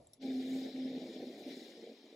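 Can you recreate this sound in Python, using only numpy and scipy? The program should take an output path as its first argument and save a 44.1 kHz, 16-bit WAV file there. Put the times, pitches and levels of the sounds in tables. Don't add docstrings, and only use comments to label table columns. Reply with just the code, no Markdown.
import sys
import numpy as np
from scipy import signal
from scipy.fft import rfft, irfft
from scipy.io import wavfile
from scipy.ndimage import uniform_filter1d

SR = 44100
rng = np.random.default_rng(int(sys.argv[2]) if len(sys.argv) > 2 else 0)


def amplitude_ratio(level_db):
    exponent = np.asarray(level_db, float) / 20
    return 10 ** exponent


def materialize(psi):
    bounded = np.clip(np.atleast_2d(psi).T, -1, 1)
    quanta = np.round(bounded * 32767).astype(np.int16)
    wavfile.write(sys.argv[1], SR, quanta)


N = 94815
T = np.arange(N) / SR
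HZ = np.maximum(np.arange(N // 2 + 1) * SR / N, 1)
GATE_S = 0.17
OPPOSITE = np.array([[1], [-1]])


def unit(x):
    return x / np.sqrt(np.mean(x ** 2))


def noise():
    return rng.standard_normal(N)


def curve(rows, axis=1):
    rows = np.array(rows)
    return np.interp(T, rows[:, 0], rows[:, axis])


def along(points):
    p = np.array(points)
    return np.interp(np.log(HZ), np.log(p[:, 0]), p[:, 1])


def gain_db(x, points):
    octaves_below = np.maximum(np.log2(points[0][0] / HZ), 0)
    octaves_above = np.maximum(np.log2(HZ / points[-1][0]), 0)
    return irfft(rfft(x) * amplitude_ratio(along(points) - 90 * (octaves_below + octaves_above)), N)


def walk(rate):
    k = int(SR / rate)
    held = np.repeat(rng.standard_normal(N // k + 1), k)
    return 1.463 * uniform_filter1d(uniform_filter1d(held, k), k)[:N]


def flicker(x, points, own_db, rate, lowest=21, count=12):
    spectrum = rfft(gain_db(x, points))
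    total = 0
    for centre in lowest + np.arange(count):
        band = np.clip(1 - abs(3 * np.log2(HZ) - centre), 0, 1)
        total = total + amplitude_ratio(own_db * walk(rate)) * irfft(spectrum * band, N)
    return unit(total)


def wings(hz, orders, waver_db):
    phase = 2 * np.pi * np.cumsum(hz) / SR
    total = 0
    for k, db in orders:
        total = total + amplitude_ratio(db + waver_db * walk(13.7)) * np.sin(k * phase + 6 * rng.random())
    return np.sqrt(2) * total


def rings(modes, start, rise):
    t = np.maximum(T - start, 0)
    ringing = sum(amplitude_ratio(db - 60 * t / t60) * np.sin(2 * np.pi * hz * t) for hz, db, t60 in modes)
    return (1 - np.exp(-(t / rise) ** 2)) * ringing


# low end, top end, top-end port difference
# freq_hz, level_db (per Hz)
LEAK_LOW = [(45, -11), (80, 4), (150, -0.5), (220, -20), (380, -37), (590, 0.5), (900, -15.5), (1500, -29)]
LEAK_TOP = [(1800, 3.5), (3700, -4), (5600, 1), (7900, 1), (8600, -61), (9900, -7), (10900, 9.5),
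            (11700, -36)]
LEAK_SIDE = [(1800, -14), (3700, -7), (5100, 3), (6000, -22), (7200, -2), (9200, 3), (10900, 5),
             (11700, -28)]


def gate_leak():
    low_db, sag_db_per_s, top_db, side_db = -65.5, -55, -79, -78.5
    mid, apart = unit(gain_db(rng.standard_normal((2, N)), LEAK_LOW)) * amplitude_ratio(2.0 * walk(25))
    low = mid + gain_db(apart, [(250, 15), (600, -0.5), (1600, -6)]) * OPPOSITE
    top = unit(gain_db(noise(), LEAK_TOP)) * amplitude_ratio(top_db)
    top = top + unit(gain_db(noise(), LEAK_SIDE)) * amplitude_ratio(side_db) * OPPOSITE
    top = top * amplitude_ratio(1.9 * walk(26.3))
    return (low * amplitude_ratio(low_db + sag_db_per_s * T) + top) * amplitude_ratio(-600 * np.maximum(T - GATE_S, 0))


def dying_thrum():
    return unit(gain_db(noise(), [(230, -1), (700, -4.0)])) * amplitude_ratio(-63 - 200 * T)


def rumble():
    ports = np.array([[1, 0.25], [1, -0.22]]) @ rng.standard_normal((2, N))
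    return unit(gain_db(ports, [(35, 0), (60, -17.0), (85, -3)])) * amplitude_ratio(-87 - 5.5 * T)


def far_murmur():
    level_db, full_s, rise_s = -78, 0.52, 0.22
    rise_db = level_db - 12 * np.clip((full_s - T) / rise_s, 0, 1) - 1.74 * T
    return unit(gain_db(noise(), [(850, 8.5), (1400, -2.5)])) * amplitude_ratio(1.9 * walk(14.8)) * amplitude_ratio(rise_db)


# start_s, level_db, ring_set (index)
TICKS = [
    (.0700, -46, 0),
    (.1333, -41, 1),
]
# freq_hz, level_db, t60_s
TICK_RINGS = [
    [(7540, 0, 0.012), (10400, -3, 0.0087), (3480, -7, 0.0067), (9000, -12, .01)],
    [(10580, 1.5, 0.011), (5530, 1, 0.0065), (3850, -3, 0.0054), (11900, -12, 0.013), (7460, -5, 0.0053)],
]


def ticks():
    tail_db, tail_t60_s = -16, 0.045
    right_lag_s = 2.8e-5
    out = 0
    for s, db, k in TICKS:
        modes = TICK_RINGS[int(k)]
        tail = [(hz, d + tail_db, tail_t60_s) for hz, d, _ in modes]
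        grit = uniform_filter1d(uniform_filter1d(rng.standard_normal((2, N)), size=40), size=30) * 7
        hit = rings(modes, s + np.array([[0], [right_lag_s]]), .0011)
        out = out + amplitude_ratio(db + 1.0 * OPPOSITE) * (hit + grit * rings(tail, s, .004))
    return gain_db(out, [(2000, 0), (12600, 0)])


def flecked(x):
    fleck_db = 2.9
    z = signal.stft(x, nperseg=512)[2]
    patch = uniform_filter1d(rng.standard_normal(z.shape[1:]), size=2, axis=0)
    patch = uniform_filter1d(patch, size=3, axis=1)
    return unit(signal.istft(z * amplitude_ratio(fleck_db * unit(patch)), nperseg=512)[1][:, :N])


# freq_hz, level_db
PORT_SIDE = [(1250, -9), (1800, -8), (2700, -1), (4500, -1.5), (5600, -6), (6600, -12.5), (8300, -8),
             (9400, -1.5)]
# freq_hz, share (0 to 1, negative leans right)
PORT_LEAN = [(2000, 0.0079), (2450, 0.57), (4800, 0.6), (6200, 0.43), (11000, -0.17), (12200, -0.055),
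             (13500, 0.36), (15200, -0.13)]


def wide(points, own_db, lowest, count):
    both, other = rng.standard_normal((2, N)) * amplitude_ratio(.5 * walk(60))
    lean = np.clip(along(PORT_LEAN), -1, 1)
    mixed = lean * rfft(both) + np.sqrt(1 - lean ** 2) * rfft(other)
    side = irfft(amplitude_ratio(along(PORT_SIDE)) * mixed, N)
    return flecked(flicker(np.array([both + side, both - side]), points, own_db, 20, lowest, count))


# start_s, level_db
RUSTLE = [(0.17, -84), (0.192, -86), (0.214, -63), (0.23, -58), (0.262, -60), (0.616, -58.5), (0.88, -61),
          (1.294, -60.5), (1.3, -62.5), (1.476, -61), (1.51, -57), (1.63, -62), (1.658, -59),
          (1.692, -63.5), (1.978, -67), (1.994, -68), (2.104, -67), (2.15, -69)]
# freq_hz, level_db (per Hz)
RUSTLE_COLOUR = [(1300, -18.5), (1900, -4), (2350, -3.5), (2600, -11), (3900, 1), (4450, -5.5), (5200, -4),
                 (6200, -15)]
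# order (multiple of its pitch), level_db
WHINE_ORDERS = [(9, -6.5), (10, -2.5), (12, -30), (13, -16.5), (14, -18.5), (15, -1), (16, -2), (17, -25),
                (18, -3), (21, -15), (30, -20)]


def rustle():
    whine_hz, whine_db = 235.05, -17.5
    lone_hz, lone_db = 2396.5, -7
    whine = wings(np.full(N, whine_hz), WHINE_ORDERS + [(lone_hz / whine_hz, lone_db)], 2.0)
    mids = wide(RUSTLE_COLOUR, own_db=1.1, lowest=29, count=11) + whine * amplitude_ratio(whine_db + 3.0 * OPPOSITE)
    rush_db = 0.26 * np.exp(-np.maximum(T - .22, 0) / 0.037)
    return amplitude_ratio(curve(RUSTLE) + 2.0 + rush_db) * mids


# start_s, level_db
AIR = [(0.17, -86), (0.196, -107), (0.224, -74), (0.434, -70), (0.444, -72.5), (0.572, -68), (0.748, -75.5),
       (1.366, -75.5), (1.398, -70.5), (1.444, -76), (1.488, -71), (1.696, -74.5), (1.752, -79),
       (2.15, -83.5)]
# freq_hz, level_db (per Hz)
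AIR_COLOUR = [(6200, 0.5), (6850, 6.5), (7700, 0.5), (9900, -5.5), (10800, -4.5), (12500, -7.5),
              (15000, -3.5), (15600, -6)]


def air():
    gate_db = -25 * (T < GATE_S + .01)
    return amplitude_ratio(curve(AIR) + 2.0 + gate_db) * wide(AIR_COLOUR, own_db=1.3, lowest=37, count=6)


# order (multiple of wing beat), level_db
PASS_ORDERS = [(1, 3.5), (1.5, -0.5), (2, -3), (2.5, -7), (3, -22)]


def passes():
    bees, length_s = 110, .18
    pitch_hz, spread_hz, glide = 264.4, 45, 0.099
    out, n = np.zeros(N), int(length_s * SR)
    u = np.arange(n) / n
    for j, (at, pitch, slide, size) in enumerate(rng.random((bees, 4))):
        hz = (pitch_hz + spread_hz * (2 * pitch - 1)) * (1 + glide * (2 * slide - 1) * (u - .5))
        i = int((j + at) / bees * (N - n))
        phase = 2 * np.pi * np.cumsum(hz) / SR
        buzz = sum(amplitude_ratio(db) * np.sin(k * phase) for k, db in PASS_ORDERS)
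        out[i:i + n] += amplitude_ratio(-10 * size) * np.sin(np.pi * u) ** 2 * buzz
    return unit(out)


# start_s, level_db
SWARM = [(0.17, -78), (0.252, -49), (0.39, -52.5), (0.422, -52), (0.692, -50), (0.712, -55), (0.74, -53.5),
         (0.924, -50), (1.06, -50.5), (1.12, -57), (1.2, -50), (1.382, -53), (1.41, -49), (1.448, -56),
         (1.47, -48), (1.536, -53), (1.55, -54), (1.724, -57.5), (1.84, -53.5), (1.856, -56), (1.92, -53),
         (1.956, -64), (2.07, -61), (2.15, -61)]
# freq_hz, level_db (per Hz)
SWARM_COLOUR = [(185, -18.5), (250, 0.5), (330, 0.5), (480, -3), (700, -10.5), (800, -14.5), (900, -27.5),
                (1100, -44.5)]
DEEP_COLOUR = [(55, -34), (95, -24.5), (125, -11), (165, 1.5), (235, 0)]
# order (multiple of wing beat), level_db
LOW_ORDERS = [(1, -5), (1.5, -10), (2, -5), (2.5, -8.5), (3, -17)]


def swarm():
    puffs_per_s, puff_spread_db = 1800, 1.3
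    low_hz, low_db = 227.3, -6
    deep_db, deep_fades_s, deep_sag_db_per_s = -10, 0.98, -14
    puffs = (rng.random(N) < puffs_per_s / SR) * noise() * amplitude_ratio(puff_spread_db * rng.exponential(size=N))
    gust = amplitude_ratio(.9 * walk(40))
    thrum = flicker(puffs, SWARM_COLOUR, 1.4, 20) * gust
    deep_level_db = deep_db + deep_sag_db_per_s * np.maximum(T - deep_fades_s, 0)
    deep = unit(gain_db(puffs, DEEP_COLOUR)) * gust * amplitude_ratio(deep_level_db)
    low_bee = wings(low_hz * (1 + .012 * walk(12)), LOW_ORDERS, 3.0) * amplitude_ratio(low_db - 3.0 * T)
    fly_bys = amplitude_ratio(-4 - 8.0 * np.clip(T - 1.3, 0, 1)) * passes()
    stray = unit(gain_db(noise(), [(380, 0), (800, -2)])) * amplitude_ratio(-39.0 + 12.3 * walk(40.7))
    return amplitude_ratio(curve(SWARM)) * (thrum + deep + low_bee + fly_bys + stray * OPPOSITE)


# start_s, pitch_hz (wing beat), level_db
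NEAR = [(0.2, 265.5, -59.5), (0.258, 261.2, -37.5), (0.404, 258.8, -36.5), (0.424, 257.9, -43.5),
        (0.55, 263.9, -36.5), (0.726, 258.2, -44.5), (0.75, 260.5, -39.5), (0.976, 260.5, -40.5),
        (0.988, 256.3, -55.5), (1.038, 256.5, -43.5), (1.118, 255.8, -56), (1.202, 255.1, -46.5),
        (1.386, 259.2, -64.5), (1.402, 260.2, -54), (1.444, 261, -71), (1.47, 261.4, -47),
        (1.594, 257.7, -56.5), (1.7, 269.8, -67)]
# order (multiple of wing beat), level_db
NEAR_ORDERS = [(.5, -33), (1, -1), (1.5, -24), (2, -31), (3, -31)]
# centre_s, change_db, length_s
TURNS = [(0.277, -10.5, 0.0049), (0.42, -1, 0.0069), (.712, -13, 0.024), (0.775, -8, 0.0046),
         (0.874, 0, 0.0043), (0.924, -6.5, 0.0085), (1.067, -8, 0.0069), (1.185, -8, 0.0057),
         (1.275, 10, 0.008), (1.494, -6, .008), (1.563, -10, 0.0091), (1.643, -9, 0.0077)]


def near_bee():
    takeoff_db, takeoff_s = -18, 0.029
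    turns_db = sum(db * np.exp(-((T - s) / length) ** 2) for s, db, length in TURNS)
    tremble = 0.0037 + 0.011 * np.clip(T - 1, 0, .4)
    hz = curve(NEAR) * (1 + tremble * walk(25.2))
    forced = wings(hz, [(3.05, takeoff_db)], 1.1) * np.exp(-((T - .24) / takeoff_s) ** 2)
    edges_db = -400 * np.maximum(T - NEAR[-1][0], 0) - 1500 * np.maximum(NEAR[0][0] - T, 0)
    return amplitude_ratio(curve(NEAR, axis=2) + turns_db + edges_db) * (wings(hz, NEAR_ORDERS, 0.84) + forced)


# peak_s, level_db, pitch_hz
KNOCKS = [(1.046, -36, 291), (1.092, -43, 352), (1.101, -35, 341), (1.11, -38, 360), (1.14, -39, 392),
          (1.145, -53, 367), (1.164, -33, 286), (1.203, -39, 300), (1.241, -34, 346), (1.261, -40, 347),
          (1.303, -35.5, 345), (1.311, -40, 375), (1.336, -53, 353), (1.404, -50.5, 331), (1.417, -45, 363),
          (1.467, -37.5, 365), (1.523, -41.5, 329), (1.531, -37.5, 330), (1.568, -45.8, 354),
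          (1.612, -54, 348), (1.621, -42, 333), (1.667, -47.5, 352), (1.699, -59, 401), (1.733, -57, 466),
          (1.77, -55, 425), (1.778, -49, 498), (1.798, -43.9, 384), (1.827, -42, 386), (1.833, -40.5, 410),
          (1.868, -44, 424), (1.874, -39, 489), (1.9, -42, 456), (1.912, -52, 434), (1.917, -46.3, 438),
          (1.931, -53, 449), (1.998, -53, 370), (2.044, -43, 368), (2.055, -57, 327), (2.06, -67, 392),
          (2.101, -51, 406), (2.129, -46, 425), (2.147, -47, 479)]


def knocks():
    trim_db, rise_s, fall_s = -2.5, 0.0022, 0.002
    out = 0
    for s, db, hz in KNOCKS:
        t = T - s
        bump = np.exp(-(t / np.where(t < 0, rise_s, fall_s)) ** 2)
        out = out + amplitude_ratio(db + trim_db) * bump * np.cos(2 * np.pi * hz * t)
    return gain_db(out, [(190, 0), (850, 0)])


def scene():
    behind_gate = gate_leak() + dying_thrum() + rumble() + far_murmur()
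    hiss = rustle() + air()
    return behind_gate + ticks() + hiss + swarm() + near_bee() + knocks()


def band_limit(x):
    return signal.sosfilt(signal.butter(12, 15700, fs=SR, output="sos"), x)


def record(dry):
    return band_limit(dry)


dry = scene()
out = record(dry)
materialize(out)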